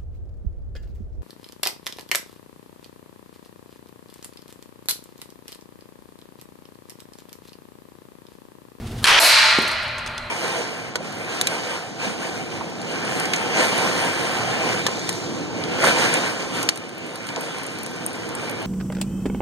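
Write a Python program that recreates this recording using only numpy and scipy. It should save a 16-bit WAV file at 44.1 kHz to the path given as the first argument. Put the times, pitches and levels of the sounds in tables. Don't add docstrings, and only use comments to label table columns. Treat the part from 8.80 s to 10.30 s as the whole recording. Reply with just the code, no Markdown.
import sys
import numpy as np
from scipy import signal
from scipy.fft import rfft, irfft, next_fast_len
from scipy.io import wavfile
from scipy.ndimage import map_coordinates

SR = 44100
rng = np.random.default_rng(int(sys.argv[2]) if len(sys.argv) > 2 else 0)


def materialize(psi):
    bounded = np.clip(np.atleast_2d(psi).T, -1, 1)
    quanta = np.round(bounded * 32767).astype(np.int16)
    wavfile.write(sys.argv[1], SR, quanta)


N = 66150
BAT_S, CRASH_S, THUD_S = .2422, .3978, .7858

# (frequency [Hz], level [dB], T60 [s])
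WOOD_MODES = [(1720, -14, 0.046), (2470, -15, 0.023), (3210, -14, 0.049), (4240, -1.5, 0.0067),
              (5640, -24, 0.011), (7520, -14, .01), (8900, -11, 0.0037)]
# (frequency [Hz], relative level [dB])
SNAP_SPECTRUM = [(200, -22), (900, -7), (4200, 0), (6000, 1), (9500, -1), (12000, -13), (16000, -24)]
# (delay [s], gain [dB])
CRACK_PATHS = [(0, 0.5), (.001, -7), (.005, -14), (.0133, -16), (.0248, -21), (.033, -9), (0.042, -7)]
# (time [s], level [dB])
CRACK_HALL_ENVELOPE = [(.241, -42), (.244, -9.5), (.259, -1), (.264, -12), (.27, -1.5), (.286, 1),
                       (.335, 1), (.37, 1), (.392, 5.5), (.396, -13), (.42, -26), (.5, -70)]
# (frequency [Hz], density level [dB])
CRACK_HALL_SPECTRUM = [(100, -63), (220, -65), (330, -62.5), (480, -55.5), (730, -54.5), (950, -49),
                       (1600, -47.5), (3100, -47.5), (4000, -54), (5500, -56), (7200, -63.5), (10000, -59),
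                       (13000, -70), (16000, -98)]
# (frequency [Hz], extra decay [dB/s])
CRACK_HALL_LOSS = [(1000, 20), (3000, 7), (6000, 19), (11000, 130)]

# (frequency [Hz], density level [dB])
JANGLE_SPECTRUM = [(120, -86), (280, -61.5), (450, -63.5), (660, -47.5), (780, -56.5), (900, -47.5),
                   (1200, -56), (3200, -81), (4300, -61), (6500, -66), (9000, -58.5), (11000, -58),
                   (13500, -65.5), (16000, -74)]
# (frequency [Hz], relative level [dB], bandwidth [Hz])
FRAME_MODES = [(612, -10, 24), (655, -11, 26), (882, 0, 22), (922, -6, 20), (1072, -3, 18), (1230, -7, 20),
               (1385, 1, 9), (1445, -2, 18), (1590, -5, 20), (1893, 0, 16), (1988, 1, 12), (2126, -4, 14),
               (2355, 1, 22), (2442, 0, 9), (2527, 1, 9), (2945, 1, 26), (3191, -5, 10), (3315, -4, 10),
               (3500, -4, 24), (3979, 1, 12), (4044, 4, 18), (4095, 3, 24), (4185, 5, 16), (4260, 1, 24)]
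# (frequency [Hz], extra decay [dB/s])
FRAME_DAMPING = [(630, -6), (900, 1.5), (1400, -3.5), (2400, 6.5), (3200, 8), (4100, 8.5)]
# (time [s], level [dB])
CRASH_HALL_ENVELOPE = [(.396, -53), (.4, -10.5), (.44, -4), (.52, -1), (.6, -1), (.7, -2), (.8, -6.5),
                       (.92, -9.5), (1.06, -12), (1.12, -14), (1.3, -16.5), (1.5, -19)]
# (frequency [Hz], density level [dB])
CRASH_HALL_SPECTRUM = [(150, -72), (400, -74.5), (520, -62.5), (620, -53.5), (760, -61.5), (900, -55),
                       (1400, -49.5), (2300, -46), (3400, -51), (4300, -44), (5200, -49.5), (6500, -55),
                       (9000, -57.5), (12000, -69), (16000, -93)]
# (frequency [Hz], extra decay [dB/s])
CRASH_HALL_LOSS = [(600, -7.5), (1200, -1.5), (2200, 5), (3200, 8), (4300, 14.5), (5800, 26.5),
                   (8500, 40.5), (13000, 41)]

# (frequency [Hz], level [dB], T60 [s])
TURF_MODES = [(202, -31, 0.031), (314, -1, 0.013), (450, -6.5, 0.0084), (806, -12, 0.016)]
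# (frequency [Hz], relative level [dB])
THUD_ECHO_SPECTRUM = [(60, -35), (170, -6.5), (350, -0.5), (600, -7), (1500, -32), (4000, -70)]

# (time [s], level [dB], attack [s], T60 [s], spectral tilt [dB/octave])
FITTING_IMPACTS = [(.785, -32, .0004, .05, 10), (.818, -35.5, .001, .08, 15),
                   (0.877, -31.5, .0005, 0.062, 11), (.911, -35, .001, 0.079, 6),
                   (1.025, -47, .001, .12, 7), (1.078, -41, .001, 0.043, 0),
                   (1.181, -35.5, .0003, 0.061, -3), (1.2615, -31, .0004, .05, -4),
                   (1.2747, -30, .0003, 0.021, -4), (1.379, -21.5, 0.00053, 0.015, -5.5)]
# (frequency [Hz], relative level [dB])
CLICK_SPECTRUM = [(300, -26), (1500, -7), (3600, -5), (5500, -2), (9500, -2), (12500, -17), (16000, -28)]
# (frequency [Hz], level relative to the click [dB], T60 [s])
FITTING_MODES = [(3450, -1, .025), (5060, -2, 0.02), (6140, -6, .02), (9500, -11, .015)]

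# (time [s], level [dB], rise and fall time constant [s])
CLOTH_RUSTLES = [(.075, -41, 0.014), (.12, -42.5, 0.011), (.19, -40, 0.022), (.233, -36, .004)]
# (frequency [Hz], relative level [dB])
CLOTH_SPECTRUM = [(300, -15), (1500, -2.5), (3600, 2), (6500, -7), (10000, -6.5), (15000, -22)]
# (frequency [Hz], relative level [dB])
SWISH_SPECTRUM = [(100, -10), (500, -6), (1200, 4), (3000, -24), (9000, -14), (16000, -27)]

# (frequency [Hz], relative level [dB])
VENT_SPECTRUM = [(15, -35), (25, -4.5), (120, -5), (170, -12.5), (236, -8.5), (270, -15.5), (476, -16.5),
                 (545, -25.5), (714, -18.5), (863, -24), (9840, -43), (16000, -46)]
# (frequency [Hz], level before the envelope [dB])
VENT_TONES = [(89, -42), (119.7, -40.5), (239.5, -44), (358, -55)]
# (time [s], level [dB])
VENT_ENVELOPE = [(0, 1.5), (.235, 2.5), (.25, -37), (.39, -26), (.405, -29), (.55, -16.5), (.8, -13.5),
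                 (1.1, -8.5), (1.3, -6.5), (1.5, -9)]
# (frequency [Hz], left-right correlation [ratio])
HALL_COHERENCE = [(150, 1), (300, 0.98), (550, 0.92), (1000, 0.71), (5000, 0.7), (8000, 0.87), (12000, 1)]


def bat_crack(snap_db=-7, snap_t60_s=.0064):
    reverberation = absorb(diffuse_noise(CRACK_HALL_SPECTRUM), CRACK_HALL_LOSS, BAT_S)
    sound = reverberation * envelope(CRACK_HALL_ENVELOPE)
    for delay_s, db in CRACK_PATHS:
        t = since(BAT_S + delay_s)
        snap = amp(snap_db) * unit_noise(SNAP_SPECTRUM) * (t > 0) * decay(t, snap_t60_s)
        sound += amp(db) * (damped_modes(WOOD_MODES, t) + snap)
    return sound


def net_jangle(rise_s=.069, rise_db=1, t60_s=.36):
    t = since(CRASH_S)
    rise = (t > 0) * amp(rise_db * np.minimum(t / rise_s - 1, 0))
    return diffuse_noise(JANGLE_SPECTRUM) * rise * decay(since(CRASH_S + rise_s), t60_s)


def frame_clang(db_at_1khz=-34, tilt_db_per_octave=-3, t60_s=.2):
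    modes = [(hz, db_at_1khz + tilt_db_per_octave * np.log2(hz / 1000), t60_s)
             for hz, _, _ in FRAME_MODES]
    return damped_modes(modes, since(CRASH_S), scatter_turns=.96)


def crash_reverberation(ring_db=-31):
    t = since(CRASH_S)
    hall = absorb(diffuse_noise(CRASH_HALL_SPECTRUM), CRASH_HALL_LOSS, CRASH_S)
    for hz, db, width_hz in FRAME_MODES:
        bands = [narrowband_noise(hz, width_hz, t) for _ in range(2)]
        gain = amp(ring_db + db - at_frequency(FRAME_DAMPING, hz) * t)
        hall += gain * stereo_field(bands, hz)
    return hall * envelope(CRASH_HALL_ENVELOPE)


def turf_thud(attack_s=.00082, echo_db=-27.5, echo_t60_s=.42, low_cut_hz=150):
    t = since(THUD_S)
    echo = amp(echo_db) * unit_noise(THUD_ECHO_SPECTRUM) * decay(t, echo_t60_s)
    knock = (damped_modes(TURF_MODES, t) + echo) * (1 - np.exp(-t / attack_s))
    highpass = signal.butter(3, low_cut_hz, 'highpass', fs=SR, output='sos')
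    return signal.sosfilt(highpass, knock)


def net_ticks(pivot_hz=6000, echo_db=-8.5, echo_t60_s=.72):
    sound = np.zeros((2, N))
    for start_s, db, attack_s, t60_s, tilt in FITTING_IMPACTS:
        t = since(start_s)
        spectrum = [(hz, band_db + tilt * np.log2(hz / pivot_hz)) for hz, band_db in CLICK_SPECTRUM]
        tail = amp(echo_db) * np.sqrt(t60_s / echo_t60_s) * decay(t, echo_t60_s)
        click = unit_noise(spectrum) * (decay(t, t60_s) + tail)
        ring = damped_modes(FITTING_MODES, t, scatter_turns=1)
        sound += amp(db) * (click + ring) * (1 - np.exp(-t / attack_s))
    return sound


def swing(swish_s=.233, swish_width_s=.005, swish_db=-28.5):
    t = since(0)
    rustles = sum(amp(db) * np.exp(-np.abs(t - s) / width_s) for s, db, width_s in CLOTH_RUSTLES)
    swish = amp(swish_db) * np.exp(-np.abs(t - swish_s) / swish_width_s)
    return rustles * unit_noise(CLOTH_SPECTRUM) + swish * unit_noise(SWISH_SPECTRUM)


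def ventilation(rumble_db=-35.5, waver_rad=.14, waver_hz=8):
    hum = np.zeros(N)
    for hz, db in VENT_TONES:
        phase = 2 * np.pi * (hz * since(0) + rng.random()) + waver_rad * smooth_random(waver_hz)
        hum += amp(db) * np.sqrt(2) * np.sin(phase)
    rumble = amp(rumble_db) * unit_noise(VENT_SPECTRUM)
    return (rumble + hum) * envelope(VENT_ENVELOPE)


def damped_modes(modes, t, scatter_turns=0):
    return (t > 0) * sum(
        amp(db) * np.sin(2 * np.pi * (hz * t + scatter_turns * rng.random())) * decay(t, t60_s)
        for hz, db, t60_s in modes)


def absorb(x, loss, start_s):
    hz, t, spectra = signal.stft(x, SR, nperseg=512)
    gain = amp(-at_frequency(loss, hz)[:, None] * np.maximum(t - start_s, 0))
    return signal.istft(spectra * gain, SR, nperseg=512)[1][:, :N]


def stereo_field(pair, hz):
    angle = np.arccos(np.clip(at_frequency(HALL_COHERENCE, hz), -1, 1)) / 2
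    mid, side = pair[0] * np.cos(angle), pair[1] * np.sin(angle)
    return np.array([mid + side, mid - side])


def diffuse_noise(spectrum):
    hz = np.fft.rfftfreq(N, 1 / SR)
    white = stereo_field(rfft(rng.standard_normal((2, N))), hz)
    return irfft(white * amp(at_frequency(spectrum, hz)), N) * np.sqrt(SR / 2)


def unit_noise(spectrum):
    return unit_rms(diffuse_noise(spectrum))


def narrowband_noise(hz, width_hz, t):
    modulation = smooth_random(width_hz) + 1j * smooth_random(width_hz)
    return unit_rms(np.real(modulation * np.exp(2j * np.pi * hz * t)))


def smooth_random(rate_hz):
    return map_coordinates(rng.standard_normal(256), [since(0) * rate_hz + 2], mode='wrap')


def decay(t, t60_s):
    return np.exp(-np.log(1000) * t / t60_s)


def envelope(points):
    return amp(np.interp(since(0), *np.transpose(points)))


def at_frequency(points, hz):
    frequencies, values = np.transpose(points)
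    return np.interp(np.log(hz + 1), np.log(frequencies + 1), values)


def since(start_s):
    return np.maximum(np.arange(N) / SR - start_s, 0)


def unit_rms(x):
    return x / np.sqrt(np.mean(x ** 2) + 1e-20)


def amp(db):
    return 10 ** (np.asarray(db) / 20)


def scene():
    return (ventilation() + swing() + bat_crack()
            + net_jangle() + frame_clang() + crash_reverberation()
            + turf_thud() + net_ticks())


def record(dry):
    ceiling, roll_off_hz, band_limit_hz = .94, 14900, 15800
    rounded = dry / (1 + np.abs(dry / ceiling) ** 8) ** (1 / 8)
    size = next_fast_len(N + SR // 2)
    hz = np.fft.rfftfreq(size, 1 / SR)
    lowpass = (hz < band_limit_hz) / np.sqrt(1 + (hz / roll_off_hz) ** 32)
    return irfft(rfft(rounded, size) * lowpass, size)[..., :N]


dry = scene()
out = record(dry)
materialize(out)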